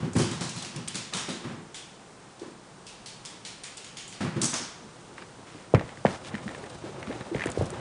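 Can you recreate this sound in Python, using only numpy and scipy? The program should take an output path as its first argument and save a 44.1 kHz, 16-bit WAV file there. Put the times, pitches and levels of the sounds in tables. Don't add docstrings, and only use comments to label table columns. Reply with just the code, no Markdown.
import sys
import numpy as np
from scipy import signal
from scipy.fft import rfft, irfft, next_fast_len
from scipy.io import wavfile
from scipy.ndimage import map_coordinates

SR = 44100
rng = np.random.default_rng(int(sys.argv[2]) if len(sys.argv) > 2 else 0)


def transcribe(u):
    v = np.clip(np.atleast_2d(u).T, -1, 1)
    q = np.round(v * 32767).astype(np.int16)
    wavfile.write(sys.argv[1], SR, q)


N = 344277


def amp(db):
    return 10 ** (np.asarray(db) / 20)


def unit(x):
    return x / np.sqrt(np.mean(x ** 2) + 1e-20)


def along(points, hz):
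    knots_hz, values = np.transpose(points)
    return np.interp(np.log(hz + 1), np.log(knots_hz + 1), values)


def noise(size, gain):
    m = next_fast_len(size)
    spectrum = rfft(rng.standard_normal(m)) * gain(np.fft.rfftfreq(m, 1 / SR))
    return unit(irfft(spectrum, m)[:size])


def hump(centre_hz, below, above):
    def gain(hz):
        octaves = np.log2((hz + 1) / centre_hz)
        return amp(np.where(octaves < 0, below * octaves, -above * octaves))
    return gain


def resonance(hz, centre_hz, width_hz):
    return 1 / (1 + ((hz - centre_hz) / (width_hz / 2)) ** 2)


def rise(t, tau_s):
    return 1 - np.exp(-t / tau_s)


def wobble(knots_per_s):
    knots = rng.standard_normal(int(N * knots_per_s / SR) + 4)
    return map_coordinates(knots, [np.arange(N) * knots_per_s / SR])


def add(track, start_s, sound):
    part = track[round(start_s * SR):][:len(sound)]
    part += sound[:len(part)]


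def room_tail(gain):
    # frequency in Hz, T60 in seconds.
    decay = [(100, 0.76), (700, 0.55), (2000, 0.81), (5000, 0.62), (10000, 0.44)]
    hz, t, spectra = signal.stft(noise(SR * 3 // 4, gain), SR, nperseg=256)
    return signal.istft(spectra * amp(-60 * t / along(decay, hz)[:, None]), SR, nperseg=256)[1]


def background():
    # frequency in Hz, relative density in dB.
    spectrum = [(12, -57), (20, 7), (91, -19.5), (104, -8), (186, -7), (229, -11.5), (268, -11), (418, -11),
                (452, -11), (603, -15.5), (805, -13), (1160, -16), (2300, -24.5), (9460, -29), (10500, -41),
                (13600, -77), (22000, -120)]
    level_db = -48.5 + 0.33 * wobble(4.98)
    return amp(level_db) * noise(N, lambda f: amp(along(spectrum, f)))


def pads():
    # start in seconds, boom level in dB, boom centre in Hz, knock in dB re boom.
    landings = [(0, -33.5, 125, -9), (0.026, -24.5, 159, -25.5), (0.044, -28, 258, -21),
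                (0.073, -36, 111, -21), (0.152, -17.5, 154, -17.5), (0.19, -24.5, 304, -9.5),
                (0.245, -30.5, 188, -22), (0.309, -32, 139, -7.5), (0.409, -29.5, 170, -7.5),
                (0.55, -36, 149, -10), (0.618, -40, 205, -4), (0.743, -34.5, 135, -12.5),
                (0.788, -40.5, 158, -9), (0.872, -55, 142, -7), (0.948, -35.5, 180, -9),
                (1.124, -52.5, 338, 15), (1.143, -37, 184, 0.5), (1.281, -32.5, 300, -6),
                (1.439, -33.5, 157, -7.5), (1.501, -37, 234, -11), (2.413, -36.5, 340, -13.5),
                (2.466, -44, 348, -20), (4.205, -24, 148, -9.5), (4.239, -32.5, 207, -10.5),
                (4.361, -23.5, 156, -16.5), (4.42, -25.5, 192, -11), (4.529, -33.5, 230, -0.5),
                (4.598, -36.5, 254, -14)]
    # centre in Hz, width in Hz, gain in dB.
    modes = [(105.5, 116, 9), (150.4, 55, -5.5), (191, 71, -3.5), (245.4, 23, 2.5), (345.6, 35, 3),
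             (417, 22, -4.5), (536, 49, -7)]
    # time in seconds, distance in metres.
    path = [(0, 1.7), (0.3, 5.5), (1.2, 6.9), (2.4, 5.3), (3.5, 5.5), (4.2, 3.9), (4.6, 1)]
    out, t = np.zeros(N), np.arange(SR // 2) / SR
    boards = lambda f: 0.16 + sum(amp(db) * resonance(f, hz, width) for hz, width, db in modes)
    for start_s, db, hz, knock_db in landings:
        distance_m = np.interp(start_s, *np.transpose(path))
        t60_s = 0.13 + 0.061 * distance_m
        fade = amp(-60 * t / t60_s)
        rumble = noise(len(t), lambda f: hump(hz, below=15, above=5)(f) * boards(f))
        boom = unit(rumble * fade) * np.sqrt(np.mean(fade ** 2))
        knock = amp(knock_db) * room_tail(hump(1054, below=2.35, above=7.5))[:len(t)]
        add(out, start_s, amp(db) * (boom * rise(t, 0.0032) + knock * rise(t, 0.0017)))
    return out


def claws():
    # start in seconds, level in dB, ring in Hz, room in dB re scratch,
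    # fall below the ring in dB per octave.
    strikes = [(0.132, -36, 7900, -7.5, 5), (0.165, -27.5, 9200, -7, 1), (0.184, -27.5, 3040, -3.5, 3),
               (0.2182, -26.5, 4770, -10.5, 3), (0.313, -30, 3770, -8.5, 9), (0.408, -30.5, 4000, -3, 1),
               (0.4924, -29.5, 2770, -10, 17), (0.5608, -35, 4100, -2, -2), (0.6237, -29, 3320, -16, 1),
               (0.648, -31.5, 2600, -8, -1), (0.761, -31, 2700, -14, 2), (0.876, -29.5, 3100, -8, -6),
               (0.881, -23.5, 8300, -41, 5), (0.9445, -30, 4220, -5, -6), (0.954, -25, 6980, -10, -1),
               (1.135, -23, 3700, -7.5, -3), (1.17, -27, 3050, -6.5, -5), (1.2895, -31.5, 3860, -4.5, -1),
               (1.7437, -32.5, 3430, -5.5, -6), (2.395, -43.5, 3460, -10, 9), (2.8661, -37, 2700, -6, 4),
               (3.0597, -34, 4380, -6, -2), (3.25, -33.5, 3430, -7, -6), (3.2566, -34, 5370, -16, 12),
               (3.4494, -31.5, 4140, -6.5, -4.5), (3.6352, -31.5, 8700, -12, 1),
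               (3.6405, -34.5, 7100, -6.5, -6.5), (3.7702, -33, 7700, -18, 3),
               (3.7785, -33.5, 2710, -10, 0), (3.844, -35.5, 6700, -9, -5.5), (3.9694, -33, 6700, -5, -3.5),
               (4.0782, -36, 7240, -9, 5), (4.1252, -37, 4550, -7, -7), (4.2103, -40, 4510, -6, 12),
               (4.4154, -18, 7900, -8, 2.5), (4.431, -20.5, 5940, -8, 7), (4.443, -19.5, 6900, -20, 4),
               (4.453, -20, 6500, -19, 14), (4.5384, -21.5, 6370, -8, -0.5), (4.5814, -35, 5220, -9, 11)]
    # centre in Hz, width in Hz, gain in dB.
    modes = [(2300, 500, -13), (3200, 740, -6), (3590, 290, -11), (4680, 1100, -7), (5620, 1300, -5),
             (6740, 260, -5), (7860, 2200, -5.5)]
    cut_hz, skid_s = 1700, 0.0052
    out = np.zeros(N)
    spots_db = rng.normal(0, 4, (len(strikes), len(modes)))
    for (start_s, db, hz, room_db, fall), spot_db in zip(strikes, spots_db):
        def colour(f):
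            varnish = sum(amp(mode_db + offset_db) * resonance(f, mode_hz, width_hz)
                          for (mode_hz, width_hz, mode_db), offset_db in zip(modes, spot_db))
            ring = amp(5.5) * resonance(f, hz, width_hz=380)
            low_cut = 1 / (1 + (cut_hz / (f + 1)) ** 3)
            return hump(hz, below=fall, above=1)(f) * low_cut * (1 + varnish + ring)
        tail = room_tail(colour)
        t = np.arange(len(tail)) / SR
        grit = amp(3 * noise(len(t), lambda f: f < 900))
        skid = np.exp(-t / skid_s) * rise(t, skid_s / 8)
        scratch = unit(noise(len(t), colour) * grit * skid) * np.sqrt(np.mean(skid ** 2))
        add(out, start_s, amp(db) * (scratch + amp(room_db) * tail * rise(t, 0.007)))
    return out


def rug():
    # time in seconds, shuffle level in dB, swish level in dB.
    movement = [(4.75, -52, -84), (4.94, -56.5, -60), (5.56, -57.5, -68), (5.92, -46.5, -62),
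                (6.12, -55, -55.5), (6.25, -45.5, -58), (6.54, -42, -55), (6.83, -46, -58),
                (7.24, -40.5, -56.5), (7.4, -44, -55.5), (7.53, -41, -52), (7.67, -40, -56),
                (7.81, -39.5, -54.5)]
    # frequency in Hz, relative density in dB.
    shuffle_spectrum = [(29, -57), (50, -11.5), (127, -0.5), (313, -7.5), (369, -1.5), (412, -18),
                        (486, -3.5), (4000, -27), (5200, -63), (8800, -120)]
    swish_spectrum = [(710, -32), (1200, -3.5), (2090, -18), (2890, -7.5), (7510, -11), (9680, -12),
                      (10500, -42), (13600, -62), (22000, -120)]
    times_s, shuffle_db, swish_db = np.transpose(movement)
    envelope = lambda db: amp(np.interp(np.arange(N) / SR, times_s, db, left=-120))
    shuffle = unit(noise(N, lambda f: amp(along(shuffle_spectrum, f))) * amp(3 * wobble(70)))
    swish = unit(noise(N, lambda f: amp(along(swish_spectrum, f))) * amp(3 * wobble(120)))
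    return envelope(shuffle_db) * shuffle + envelope(swish_db) * swish


def thumps():
    # start in seconds, peak in dB, final pitch in Hz, T60 in seconds.
    blows = [(4.838, -45, 217, 0.17), (5.116, -50, 349, 0.2), (5.181, -48, 310, 0.03),
             (5.379, -42, 312, 0.022), (5.545, -41, 299, 0.086), (5.7386, -3.5, 402, 0.0072),
             (5.7399, -8, 108.4, 0.045), (5.747, -18, 227, .05), (5.811, -25.5, 586, 0.013),
             (5.978, -48, 100, 0.18), (6.0504, -4.5, 530, 0.0047), (6.05, -13.5, 192, 0.033),
             (6.264, -44, 385, 0.055), (6.337, -24.5, 210, 0.054), (6.453, -30, 205, 0.1),
             (6.577, -35.5, 470, 0.024), (6.631, -38, 410, 0.057), (6.838, -31.5, 318, 0.028),
             (6.89, -35.5, 400, 0.035), (6.981, -34, 375, 0.027), (7.072, -29, 201, 0.03),
             (7.093, -33, 270, 0.074), (7.104, -25, 450, 0.016), (7.153, -33, 302, 0.034),
             (7.28, -40, 294, 0.022), (7.313, -25, 338, 0.095), (7.3473, -18.5, 430, 0.014),
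             (7.35, -22, 129, 0.055), (7.458, -18.5, 312, 0.017), (7.5736, -17, 377, 0.011),
             (7.579, -24, 96, 0.1), (7.6101, -14.5, 433, 0.01), (7.615, -21.5, 126, 0.049),
             (7.726, -31.5, 397, 0.021), (7.77, -43, 120, 0.24)]
    min_t60_s = 0.006
    out, t = np.zeros(N), np.arange(SR // 3) / SR
    for start_s, db, hz, t60_s in blows:
        cycles = hz * t + 0.55 * rise(t, 0.35 / hz)
        attack = 1 - np.exp(-(hz * t / 1.1) ** 2)
        fade = amp(-60 * (t / max(t60_s, min_t60_s)) ** 1.4)
        swing = np.sin(2 * np.pi * cycles) * attack * fade
        rattle = noise(len(t), hump(1.34 * hz, below=1.9, above=13.3))
        rattle_db = -21.5 + 0.59 * db - 4 * np.log2(hz / 300)
        rattle *= amp(rattle_db - 60 * t / 0.28) * rise(t, 0.003)
        add(out, start_s, amp(db) * swing / np.abs(swing).max() + rattle)
    return out


def fur_strokes():
    # start in seconds, length in seconds, level in dB, spectral peak in Hz.
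    strokes = [(5.159, 0.085, -50, 1470), (5.445, 0.24, -53, 2400), (5.831, 0.11, -53.5, 2000),
               (6.064, 0.12, -49, 5000), (6.072, 0.13, -40.5, 795), (6.238, 0.07, -44.5, 3480),
               (6.832, 0.092, -53.5, 4020), (7.061, 0.17, -52, 1990), (7.338, 0.14, -49.5, 1900),
               (7.457, 0.034, -57, 6100), (7.565, 0.13, -52.5, 4100)]
    out = np.zeros(N)
    for start_s, length_s, db, hz in strokes:
        progress = np.linspace(0, 1, int(length_s * SR))
        swell = np.minimum(progress / 0.13, (1 - progress) / 0.28).clip(0, 1)
        grain = amp(2.5 * noise(len(swell), lambda f: f < 250))
        friction = noise(len(swell), hump(hz, below=0.96, above=7.3))
        add(out, start_s, amp(db) * unit(friction * grain) * swell)
    return out


def ticks():
    # start in seconds, ring level in dB, pitch in Hz.
    contacts = [(5.181, -27, 1150), (5.223, -29.5, 1210), (5.7471, -7, 1080), (5.7539, -17.5, 1840),
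                (5.795, -22.5, 1840), (5.81, -25, 1230), (5.8913, -31, 1860), (5.973, -34, 1950),
                (6.0564, -14.5, 1810), (6.0649, -13.5, 1790), (6.343, -23.5, 1770), (6.352, -20, 1810),
                (6.3797, -31, 1810), (6.479, -24, 1800), (6.4912, -23, 1820), (6.5476, -24.5, 1760),
                (6.6396, -31, 1800), (7.028, -21.5, 2160), (7.072, -27, 1240), (7.093, -37, 1240),
                (7.113, -27.5, 1780), (7.126, -25.5, 1330), (7.2086, -29, 1840), (7.3467, -20.5, 2030),
                (7.3637, -22.5, 1750), (7.382, -28, 2060), (7.3957, -21, 1770), (7.4078, -17, 1780),
                (7.419, -18, 2020), (7.424, -20, 1960), (7.438, -16, 2440), (7.4564, -26, 1550),
                (7.471, -19, 1800), (7.49, -28, 1230), (7.697, -34, 1480)]
    ring_t60_s, snap_t60_s, glow_t60_s = 0.009, 0.014, 0.19
    out, t = np.zeros(N), np.arange(SR // 6) / SR
    for start_s, db, hz in contacts:
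        ring = np.sin(2 * np.pi * hz * t) * amp(db - 60 * t / ring_t60_s)
        snap = noise(len(t), hump(2210, below=1.1, above=12.9)) * amp(-10 - 60 * t / snap_t60_s)
        glow = noise(len(t), hump(2010, below=7.6, above=27)) * amp(-27.5 - 60 * t / glow_t60_s)
        add(out, start_s, (ring + amp(0.86 * db) * (snap + glow)) * rise(t, 0.00044))
    return out


def crackles():
    # start in seconds, level in dB.
    bursts = [(7.4585, -27.5), (7.4684, -31), (7.4904, -48), (7.5017, -28), (7.517, -26.5), (7.622, -36),
              (7.6435, -45), (7.6575, -36), (7.6654, -37), (7.704, -28.5)]
    t60_s = 0.011
    out, t = np.zeros(N), np.arange(SR // 40) / SR
    for start_s, db in bursts:
        treble = noise(len(t), hump(7700, below=8.8, above=3))
        add(out, start_s, treble * amp(db - 60 * t / t60_s) * rise(t, 0.00024))
    return out


def scene():
    return (claws() + pads() + thumps() + ticks() + crackles() + fur_strokes() + rug()
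            + background())[None]


def record(dry):
    bass_cut_hz, top_hz = 63, 10100
    thin = signal.sosfilt(signal.butter(3, bass_cut_hz, "high", fs=SR, output="sos"), dry)
    m = next_fast_len(N + SR // 4)
    over_hz = np.clip(np.fft.rfftfreq(m, 1 / SR) - top_hz, 0, None)
    loss_db = np.minimum(over_hz / 6, 36 + over_hz / 45) + 40 * (over_hz > 1200)
    return irfft(rfft(thin, m) * amp(-loss_db), m)[:, :N]


dry = scene()
out = record(dry)
transcribe(out)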